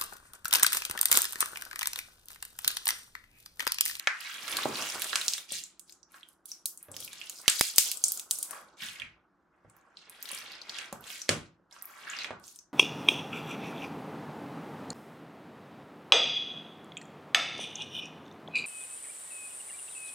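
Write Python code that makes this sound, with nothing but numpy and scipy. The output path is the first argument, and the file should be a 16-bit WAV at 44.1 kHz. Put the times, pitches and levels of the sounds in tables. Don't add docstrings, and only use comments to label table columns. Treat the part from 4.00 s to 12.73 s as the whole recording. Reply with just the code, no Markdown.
import sys
import numpy as np
from scipy import signal
from scipy.fft import rfft, irfft, next_fast_len
from scipy.io import wavfile
from scipy.ndimage import uniform_filter1d

SR = 44100
rng = np.random.default_rng(int(sys.argv[2]) if len(sys.argv) > 2 else 0)


def bounce(signal):
    frames = np.transpose(np.atleast_2d(signal))
    limited = np.clip(frames, -1, 1)
    pcm = np.round(limited * 32767).astype(np.int16)
    wavfile.write(sys.argv[1], SR, pcm)


N = 384993


def gain_of(db):
    return 10 ** (np.asarray(db) / 20)


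def panned(db, pan_db):
    return gain_of(db + np.array([[pan_db], [-pan_db]]) / 2)


def evened(x):
    return x / np.sqrt(np.mean(x ** 2) + 1e-20)


def read(points, hz):
    f, value = np.transpose(points)
    return np.interp(np.log(hz + 1), np.log(f + 1), value)


def add(mix, s, sound):
    part = mix[:, round(s * SR):][:, :sound.shape[1]]
    part += sound[:, :part.shape[1]]


def correlated(a, b, same):
    return np.array([a, same * a + np.sqrt(1 - same ** 2) * b])


def coloured(points, same):
    pair = correlated(*rng.standard_normal((2, N)), same)
    size = next_fast_len(N)
    shape = gain_of(read(points, np.fft.rfftfreq(size, 1 / SR)))
    return evened(irfft(rfft(pair, size) * shape, size)[:, :N])


def cavity(hz, cycles, rise=0.48):
    cycles = max(cycles, .3)
    u = np.arange(int(7 * cycles * SR / hz) + 24) * hz / SR
    ring = np.sin(2 * np.pi * u) * (1 - np.exp(-u / rise)) * np.exp(-u / cycles)
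    sound = signal.lfilter(*signal.butter(3, hz / 1.403, "highpass", fs=SR), ring)
    return sound / np.linalg.norm(sound)


def crackle(per_s=11000, size_db=4.0, cycles=1.9, wander_db=4.5, octaves=0.66, fizz_hz=7500,
            fizz_octaves=0.77, clump_db=2.0, count=20, swell_db=22.5, release_db_per_s=192):
    # full strength at t/s, swell/s, hold/s, level before scatter/dB,
    # typical pocket f/Hz, fizz of snapping threads re crackle/dB
    crunches = [(0.0, .01, 0.006, -52.5, 1950, -10), (0.097, 0.011, 0.085, -66, 1520, -30),
                (0.246, 0.25, 0.11, -47, 2450, -9.5), (0.51, 0.29, 0.13, -42, 2500, -2),
                (0.713, .05, 0.054, -52, 1330, -10), (0.769, 0.24, 0.18, -42, 2820, 0.5),
                (1, .05, 0.35, -43.5, 3500, 3), (1.533, 0.054, 0.012, -38.5, 4320, -9.5),
                (1.882, .03, 0.014, -63.5, 6500, -10.5), (2.142, 0.063, 0.017, -60.5, 1520, -1.5),
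                (2.265, .02, 0.054, -74, 9600, -9), (2.489, 0.039, 0.0047, -54, 5220, 24),
                (2.83, 0.056, 0.0074, -71, 2280, -26), (3.001, 0.095, 0.033, -50, 5740, 0),
                (3.129, 0.043, 0.14, -54, 3430, -7), (3.324, 0.04, 0.1, -55.5, 5000, 27),
                (3.443, .04, 0.022, -60.5, 2020, -20), (3.504, 0.048, 0.18, -41, 5000, -5),
                (3.791, 0.064, 0.084, -37.5, 5650, -3), (4.05, 0.09, 0.1, -48, 6960, 21),
                (4.314, .03, 0.13, -51.5, 7400, 17), (4.522, 0.11, 0.049, -53, 1220, -4.5),
                (4.672, .05, .06, -77, 4300, -20.5), (4.817, .05, 0.074, -45.5, 2720, -3.5),
                (4.994, 0.19, 0.015, -52.5, 2520, -29.5), (5.745, 0.44, 0.19, -71.5, 1227, -13.5),
                (5.974, 0.021, 0.016, -62, 4260, -38), (6.045, .1, 0.3, -63.5, 2500, -36.5),
                (6.313, 0.2, 0.077, -48.5, 2500, -5.5), (6.45, 0.055, 0.11, -53.5, 3300, -43),
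                (6.758, 0.21, 0.078, -48.5, 2730, -17), (7.077, 0.069, 0.087, -48, 2950, -2),
                (7.192, .03, 0.022, -56, 5500, -20), (7.285, 0.0077, 0.03, -44.5, 3250, -14),
                (7.73, .03, 0.049, -64, 5340, -18), (7.72, 0.023, 0.18, -65, 1350, -21.5),
                (7.9, 0.073, 0.13, -58, 1500, -6), (8.09, 0.15, 0.048, -49.5, 2010, -15.5),
                (8.206, 0.24, 0.018, -44.5, 3040, -34), (8.448, 0.04, 0.052, -58, 6160, -2)]
    s, swell, hold, db, centre_hz, fizz_db = np.transpose(crunches)[:, :, None]
    t, pitches = np.arange(0, N + 128, 128) / SR, np.geomspace(450, 14500, count)

    before = np.maximum(s - t, 0) / np.maximum(swell, .002)
    after = np.maximum(t - s - abs(hold), 0)
    level = gain_of(db - swell_db * before - release_db_per_s * after) * (before < 1)

    pockets = np.exp(-.5 * (np.log2(pitches / centre_hz) / octaves) ** 2)
    threads = np.exp(-.5 * (np.log2(pitches / fizz_hz) / fizz_octaves) ** 2)
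    share = pockets + gain_of(fizz_db) * threads
    power_share = share ** 2 / (share ** 2).sum(1, keepdims=True)
    strengths = np.sqrt(power_share.T @ level ** 2)

    unevenness = evened(uniform_filter1d(rng.standard_normal(strengths.shape), size=8, axis=1))
    out = np.zeros((2, N))
    for hz, strength in zip(pitches, strengths * gain_of(clump_db * unevenness)):
        chance, size, side = rng.random(N), rng.exponential(1, N), rng.standard_normal(N)
        train = evened((chance < per_s / count / SR) * gain_of(size_db * np.minimum(size, 5)))
        spread = gain_of(wander_db * np.array([side - .15, .15 - side]))
        pair = train * np.interp(np.arange(N) / SR, t, strength) * spread
        out += signal.oaconvolve(pair, cavity(hz, cycles)[None], axes=1)[:, :N]
    return out


def air(level_db=-72.5):
    # f/Hz, relative level/dB per Hz
    air_spectrum = [(20, -29.5), (60, -7), (120, -18.5), (175, -4), (250, -10), (345, -2.5), (430, -16.5),
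                    (1100, -13), (1600, -16), (2200, -28), (16000, -37.5)]
    return gain_of(level_db) * coloured(air_spectrum, 0.87)


def drag():
    # t/s, level/dB
    drag_levels = [(0.0, -86), (0.39, -59), (0.53, -47.5), (0.82, -44.5), (1.26, -57.5), (1.7, -82),
                   (2.87, -73), (3.04, -67), (3.67, -61), (4.8, -64.5), (5.4, -81), (6.12, -65), (6.6, -58),
                   (7.1, -59), (7.56, -82.5), (8.27, -52.5), (8.51, -72.5), (8.73, -92.5)]
    # f/Hz, relative level/dB per Hz
    table_spectrum = [(18, -49.5), (30, -19.5), (113, -9), (256, -2), (349, -1.5), (767, 1.5), (874, 0.5),
                      (1500, 3.5), (1950, -33.5), (3300, -120)]
    s, db = np.transpose(drag_levels)
    level_db = np.interp(np.arange(N) / SR, s, db)
    lumps = evened(uniform_filter1d(rng.standard_normal(N), 900))
    return coloured(table_spectrum, .93) * panned(level_db + 2.8 * lumps, -2.2)


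def pops(snap_from=0.4, snap_to=3.0, later_db=-11, tear_ms=1.1):
    # t/s, peak level/dB, cavity f/Hz, left-right/dB, ring/cycles,
    # snap of the film re ring/dB
    bursts = [(0.0725, -8, 1830, -1, 0.56, -5.5), (0.4801, -32, 1320, -6, 1.2, 2),
              (0.5255, -22, 3530, -1.0, 1.6, -10), (0.5692, -11.5, 4380, -1.0, 1.5, 1),
              (0.633, -24, 4140, 2, 2.4, -21), (0.6574, -28.5, 790, -8, 0.65, -4),
              (0.7563, -23, 4360, 4, 1.3, -24), (0.8235, -17, 2870, -0.5, 1, 10),
              (0.9005, -23, 5650, -1.5, 0.76, -10), (0.9964, -25, 8500, -1, 1.5, -6),
              (1.02, -10, 4850, -6, 0.84, 19), (1.044, -17, 3500, -5, 2.7, 5),
              (1.1306, -19.5, 1600, -8, 1.3, -5), (1.157, -6.5, 2860, -1, 1.3, 12),
              (1.2134, -18, 3650, -1.5, 1.3, -4), (1.26, -37, 5200, -2.0, 0.76, -6),
              (1.2815, -8.5, 5600, -3, 0.43, -11), (1.3356, -13, 5750, -3, 0.43, -12),
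              (1.3806, -23.5, 3700, -5, 3.7, -3.5), (1.5214, -25.5, 8450, 19, 2.7, -16),
              (1.6377, -27.5, 7190, -4, 2.8, -10), (1.7954, -31, 8100, -12, 0.89, -7),
              (1.8956, -36, 4700, 4, 1.1, -5), (2.0304, -42, 5720, -8.5, 3.9, -21),
              (2.2313, -36, 3190, -3, 3.4, -19), (2.457, -30.5, 9900, -6.5, 1.6, -3),
              (2.5167, -24.5, 5700, 2, 3.9, -10.5), (2.6574, -10.5, 11700, -2, 0.43, 11),
              (2.7747, -28, 8140, 2.0, 0.6, -17), (2.8284, -29.5, 11400, 1, 1.3, -16),
              (2.9163, -31.5, 8310, 7, 1.8, -18), (2.9658, -24, 5500, -5, 1.1, -1),
              (3.0037, -24.5, 9500, 5, 1.1, 1), (3.0779, -31, 2480, -6, 1.4, -7),
              (3.1312, -24.5, 3660, 0, 2.4, 6), (3.2146, -27.5, 2820, -7, 3.9, -11),
              (3.2967, -20, 7500, -2, 0.76, 4), (3.3867, -35, 4900, -6, 3.8, -17),
              (3.4151, -31.5, 9050, -1.0, 1.3, -4), (3.459, -40, 2100, -8, 3.2, -11),
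              (3.48, 0.5, 3810, -3.0, 0.43, 2), (3.498, -8.5, 7300, 1.0, 0.99, -16),
              (3.5944, -12, 4740, 2, 1.9, 5), (3.6101, -0.5, 4900, -0.5, 2.2, 6),
              (3.7609, -16.5, 8600, 0.0, 1, 1), (3.7824, 5.5, 6850, 6.5, 0.43, 6),
              (3.9158, -10, 7600, 0.0, 1, 13), (3.9722, -26.5, 8400, 16.5, 0.77, -11),
              (4.0397, -3.5, 7150, 0, 0.68, -38), (4.0828, -14, 8040, 1, 1.3, -21),
              (4.12, -10.5, 11600, 1.0, 0.75, -1), (4.1742, -19.5, 7260, 0.0, 0.99, -8),
              (4.1965, -16.5, 7380, 0.5, 0.69, 4), (4.3106, -4.5, 8700, 1.5, 0.77, -3.5),
              (4.3874, -19, 9350, 1.0, 0.85, -22), (4.4288, -10.5, 8700, 1, 0.5, -6),
              (4.5096, -23.5, 9510, 15, 0.86, -8), (4.8322, -32, 1940, -3, 1.25, -4),
              (4.999, -27, 3160, -2.5, 3, -11), (5.0195, -26.5, 2448, -14, 1.3, -16.5),
              (5.9708, -33, 4240, 0.5, 1.3, -22), (6.0967, -31, 10100, -2, 1.3, -5),
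              (6.227, -21, 12100, -3, 0.73, 4), (6.2558, -30, 4190, 7, 1.5, -10),
              (6.2898, -27, 3900, -4, 1.6, 8), (6.316, -23.5, 10000, -0.5, 2, -18),
              (6.3484, -24, 8900, -0.5, 1.1, -23), (6.6163, -31.5, 4600, 7, 2.3, -16),
              (6.6952, -23, 4800, 0, 0.63, -23), (6.786, -21.5, 2620, 0, 0.85, 0),
              (6.9277, -59, 1340, 11, 2.4, 7), (7.0406, -36, 3470, -5, 2.8, -4),
              (7.2173, -25.5, 5830, 3, 1.8, -19), (7.2919, -6, 2730, -2, 0.68, 12),
              (7.8235, -25, 11500, -11, 0.93, -9.5), (7.855, -25.5, 13400, 2.0, 1.3, -17),
              (8.1883, -25, 4430, 4, 1.7, -24), (8.2454, -22, 2450, -8, 0.51, -16),
              (8.308, -42.5, 1270, 2, 0.89, -14), (8.5894, -35, 6000, 7, 2.4, -12),
              (0.2074, -27, 5670, -8, 1.6, 18), (0.3426, -30, 3650, -10, 1.3, 9),
              (0.4304, -40, 3570, -11, 1.3, -8), (0.4803, -27, 3520, -13, 2.4, 9),
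              (1.924, -36.5, 6840, 4, 1.3, -8), (2.1201, -44, 10700, 2, 1.3, -8),
              (2.2877, -43.5, 10500, -16, 1.6, -10), (3.0475, -24.5, 11500, 5, 0.98, -6),
              (5.6984, -46, 8050, 2.5, 0.84, -7), (5.7663, -45, 13100, -6, 1.3, -7),
              (6.3869, -31, 5440, 2, 1.3, 8), (6.5191, -34, 4400, -1, 1.4, -7),
              (6.9272, -26, 7200, 0.0, 0.71, 9), (7.0085, -37, 12400, -6, 1.3, -13),
              (7.7114, -44, 3870, -2.5, 0.96, -2.5), (7.7258, -41, 5760, -6.5, 2.2, -18),
              (8.0995, -28, 7100, -0.5, 3.8, -18), (8.3988, -47, 9000, 4, 1.5, -6),
              (8.4402, -39, 5930, -7, 1.3, -6.5), (8.4796, -32, 6550, -3, 1.8, -4),
              (8.5599, -32.5, 8310, 2, 1.3, -5.5), (0.5871, -24, 1195, -4, 0.75, -5.5),
              (2.143, -41, 1560, -3.5, 1.5, -6), (2.9427, -36, 3390, -5, 1.3, 0),
              (4.5311, -35, 1180, 5.5, 1.3, -1.5), (6.3081, -33.5, 1340, -1.0, 1.5, -9),
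              (7.1028, -33, 3270, -7.5, 2.6, -8), (7.7648, -41.5, 1305, -2, 1.8, 0),
              (8.0775, -33, 1570, -7.5, 1.1, -9)]
    near, far, ms = np.zeros((2, N)), np.zeros((2, N)), np.arange(400) * 1000 / SR
    draws, fade = rng.standard_normal((len(bursts), 2, 400)), np.exp(-ms / tear_ms)
    for (s, db, hz, pan_db, cycles, snap_db), (steps, hiss) in zip(bursts, draws):
        later = gain_of(later_db) * steps * (abs(steps) > 1.7)
        tearing = (later + 0.18 * hiss) * fade
        tearing[0] = -1
        ring = np.pad(cavity(hz, cycles), (0, 200))
        band = signal.butter(3, [snap_from * hz, min(snap_to * hz, 15000)], "bandpass", fs=SR, output="sos")
        snap = evened(signal.sosfilt(band, np.arange(len(ring)) == 0)) / np.sqrt(len(ring))
        step = ring + gain_of(snap_db) * snap
        sound = np.convolve(tearing, step)
        gain = panned(db, pan_db) / abs(sound).max()
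        add(near, s, gain * sound)
        add(far, s, gain * step * np.linalg.norm(sound) / np.linalg.norm(step))
    return near, far


def tail(scatter_db=-12, scatter_t60=.022, build_s=0.0068):
    # f/Hz, t60/s
    decay_times = [(150, 0.42), (600, 0.3), (1400, 0.35), (3700, 0.23), (9700, 0.25), (16000, 0.23)]
    # f/Hz, level/dB
    late_levels = [(100, 3), (500, -6), (1500, -2), (4000, -6.5), (9000, -4), (16000, -7.5)]
    # f/Hz, likeness (0 to 1)
    likeness = [(60, 1), (300, 0.89), (1000, 0.29), (4000, 0.13), (16000, 0.47)]
    taps, s = np.zeros((2, SR // 2)), np.arange(SR // 2) / SR
    at = np.arange(32, SR // 2 - 16, 16) + rng.integers(0, 16, (2, (SR // 2 - 33) // 16))
    np.put_along_axis(taps, at, rng.choice([-1., 1.], at.shape), 1)
    scatter = taps * gain_of(-60 * s / scatter_t60)

    hz, t, z = signal.stft(taps * (1 - np.exp(-s / build_s)), SR, nperseg=512)
    same = np.clip(read(likeness, hz), 0, 1)[:, None]
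    z = correlated(z[0], z[1], same) * gain_of(-60 * t / read(decay_times, hz)[:, None])
    norm = np.linalg.norm(signal.istft(z, SR, nperseg=512)[1][0])
    wet = z * gain_of(read(late_levels, hz))[:, None]
    late = signal.istft(wet, SR, nperseg=512)[1][:, :SR // 2] / norm
    return late + gain_of(scatter_db) * scatter / np.linalg.norm(scatter[0])


def room(x, far, turns_per_s=3.7):
    # delay t/s, level/dB
    echoes = [(.0018, -14), (.0036, -8.5), (.0052, -11.5), (.0075, -24.5)]
    near = np.zeros((2, 1024))
    for s, db in echoes:
        near[[0, 1], round(s * SR) + rng.integers(-3, 4, 2)] = gain_of(db)
    out = signal.oaconvolve(x, near, axes=1)[:, :N]
    for k in range(3):
        window = np.sqrt(2 / 3) * np.cos(np.pi * (turns_per_s * np.arange(N) / SR + k / 3))
        out += signal.oaconvolve(far.mean(0)[None] * window, tail(), axes=1)[:, :N]
    return out


def thumps(knock=12.0, knock_s=0.0006):
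    # t/s, level before a common trim/dB,
    # bottom f/Hz, top f/Hz, t60/s
    releases = [(.656, -21.5, 194, 960, 0.076), (1.518, -46.5, 105, 620, 0.25),
                (2.885, -46.5, 91.5, 700, 0.67), (4.509, -44.5, 368, 1290, 0.71),
                (4.82, -51.5, 50, 300, 0.27), (5.011, -51.5, 50.3, 300, .2), (5.648, -52.5, 80, 506, .15),
                (6.329, -49, 196.7, 874, .15), (6.927, -34.5, 90, 1130, 0.12), (7.291, -23, 75, 620, 0.3),
                (7.597, -62, 153.7, 435, 0.1), (8.307, -32.5, 109, 1320, 0.12)]
    out, t = np.zeros((2, N)), np.arange(SR // 3) / SR
    noises = rng.standard_normal((len(releases), len(t)))
    for (s, db, low_hz, top_hz, t60), noise in zip(releases, noises):
        band = signal.butter(2, [low_hz, top_hz], "bandpass", fs=SR, output="sos")
        envelope = gain_of(-60 * t / t60) + knock * np.exp(-t / knock_s)
        sound = signal.sosfilt(band, noise * envelope)
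        add(out, s, panned(db - 8.5, -2.4) * sound / np.std(sound[:SR // 50]))
    return out


def overloads():
    # t/s, peak level/dB, rise to the peak/ms, left-right/dB
    pulses = [(3.4801, -19, 0.15, -15), (3.6111, -0.5, 0.033, -5.5), (3.7851, -43, 0.2, 2.5)]
    out = np.zeros((2, N))
    for s, db, rise_ms, pan_db in pulses:
        u = np.arange(200) / SR / (rise_ms / 1000)
        add(out, s, panned(db, pan_db) * u * np.exp(1 - u))
    return out


def scene():
    near, far = pops()
    rest = crackle() + thumps()
    slime = near + rest + room(near + rest, far + rest)
    return slime + overloads() + drag() + air()


def record(dry, slope=.8, most_db=14, edge_hz=16050):
    # f/Hz, level/dB per bin
    thresholds = [(1200, -110), (2200, -97), (6000, -98.5), (16000, -86)]
    hz, t, z = signal.stft(dry, SR, nperseg=512, noverlap=384)
    power = (abs(z) ** 2).mean(0)
    for axis in (0, 1):
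        power = uniform_filter1d(power, size=7, axis=axis)
    under_db = read(thresholds, hz)[:, None] - 10 * np.log10(abs(power) + 1e-16)
    lowered = z / gain_of(np.clip(slope * under_db, 0, most_db))
    hushed = signal.istft(lowered, SR, nperseg=512, noverlap=384)[1][:, :N]
    held = np.clip(hushed, -1, 1)
    low_pass = signal.firwin(255, edge_hz, window=("kaiser", 8), fs=SR)
    return signal.oaconvolve(held, low_pass[None], "same")


dry = scene()
out = record(dry)
bounce(out)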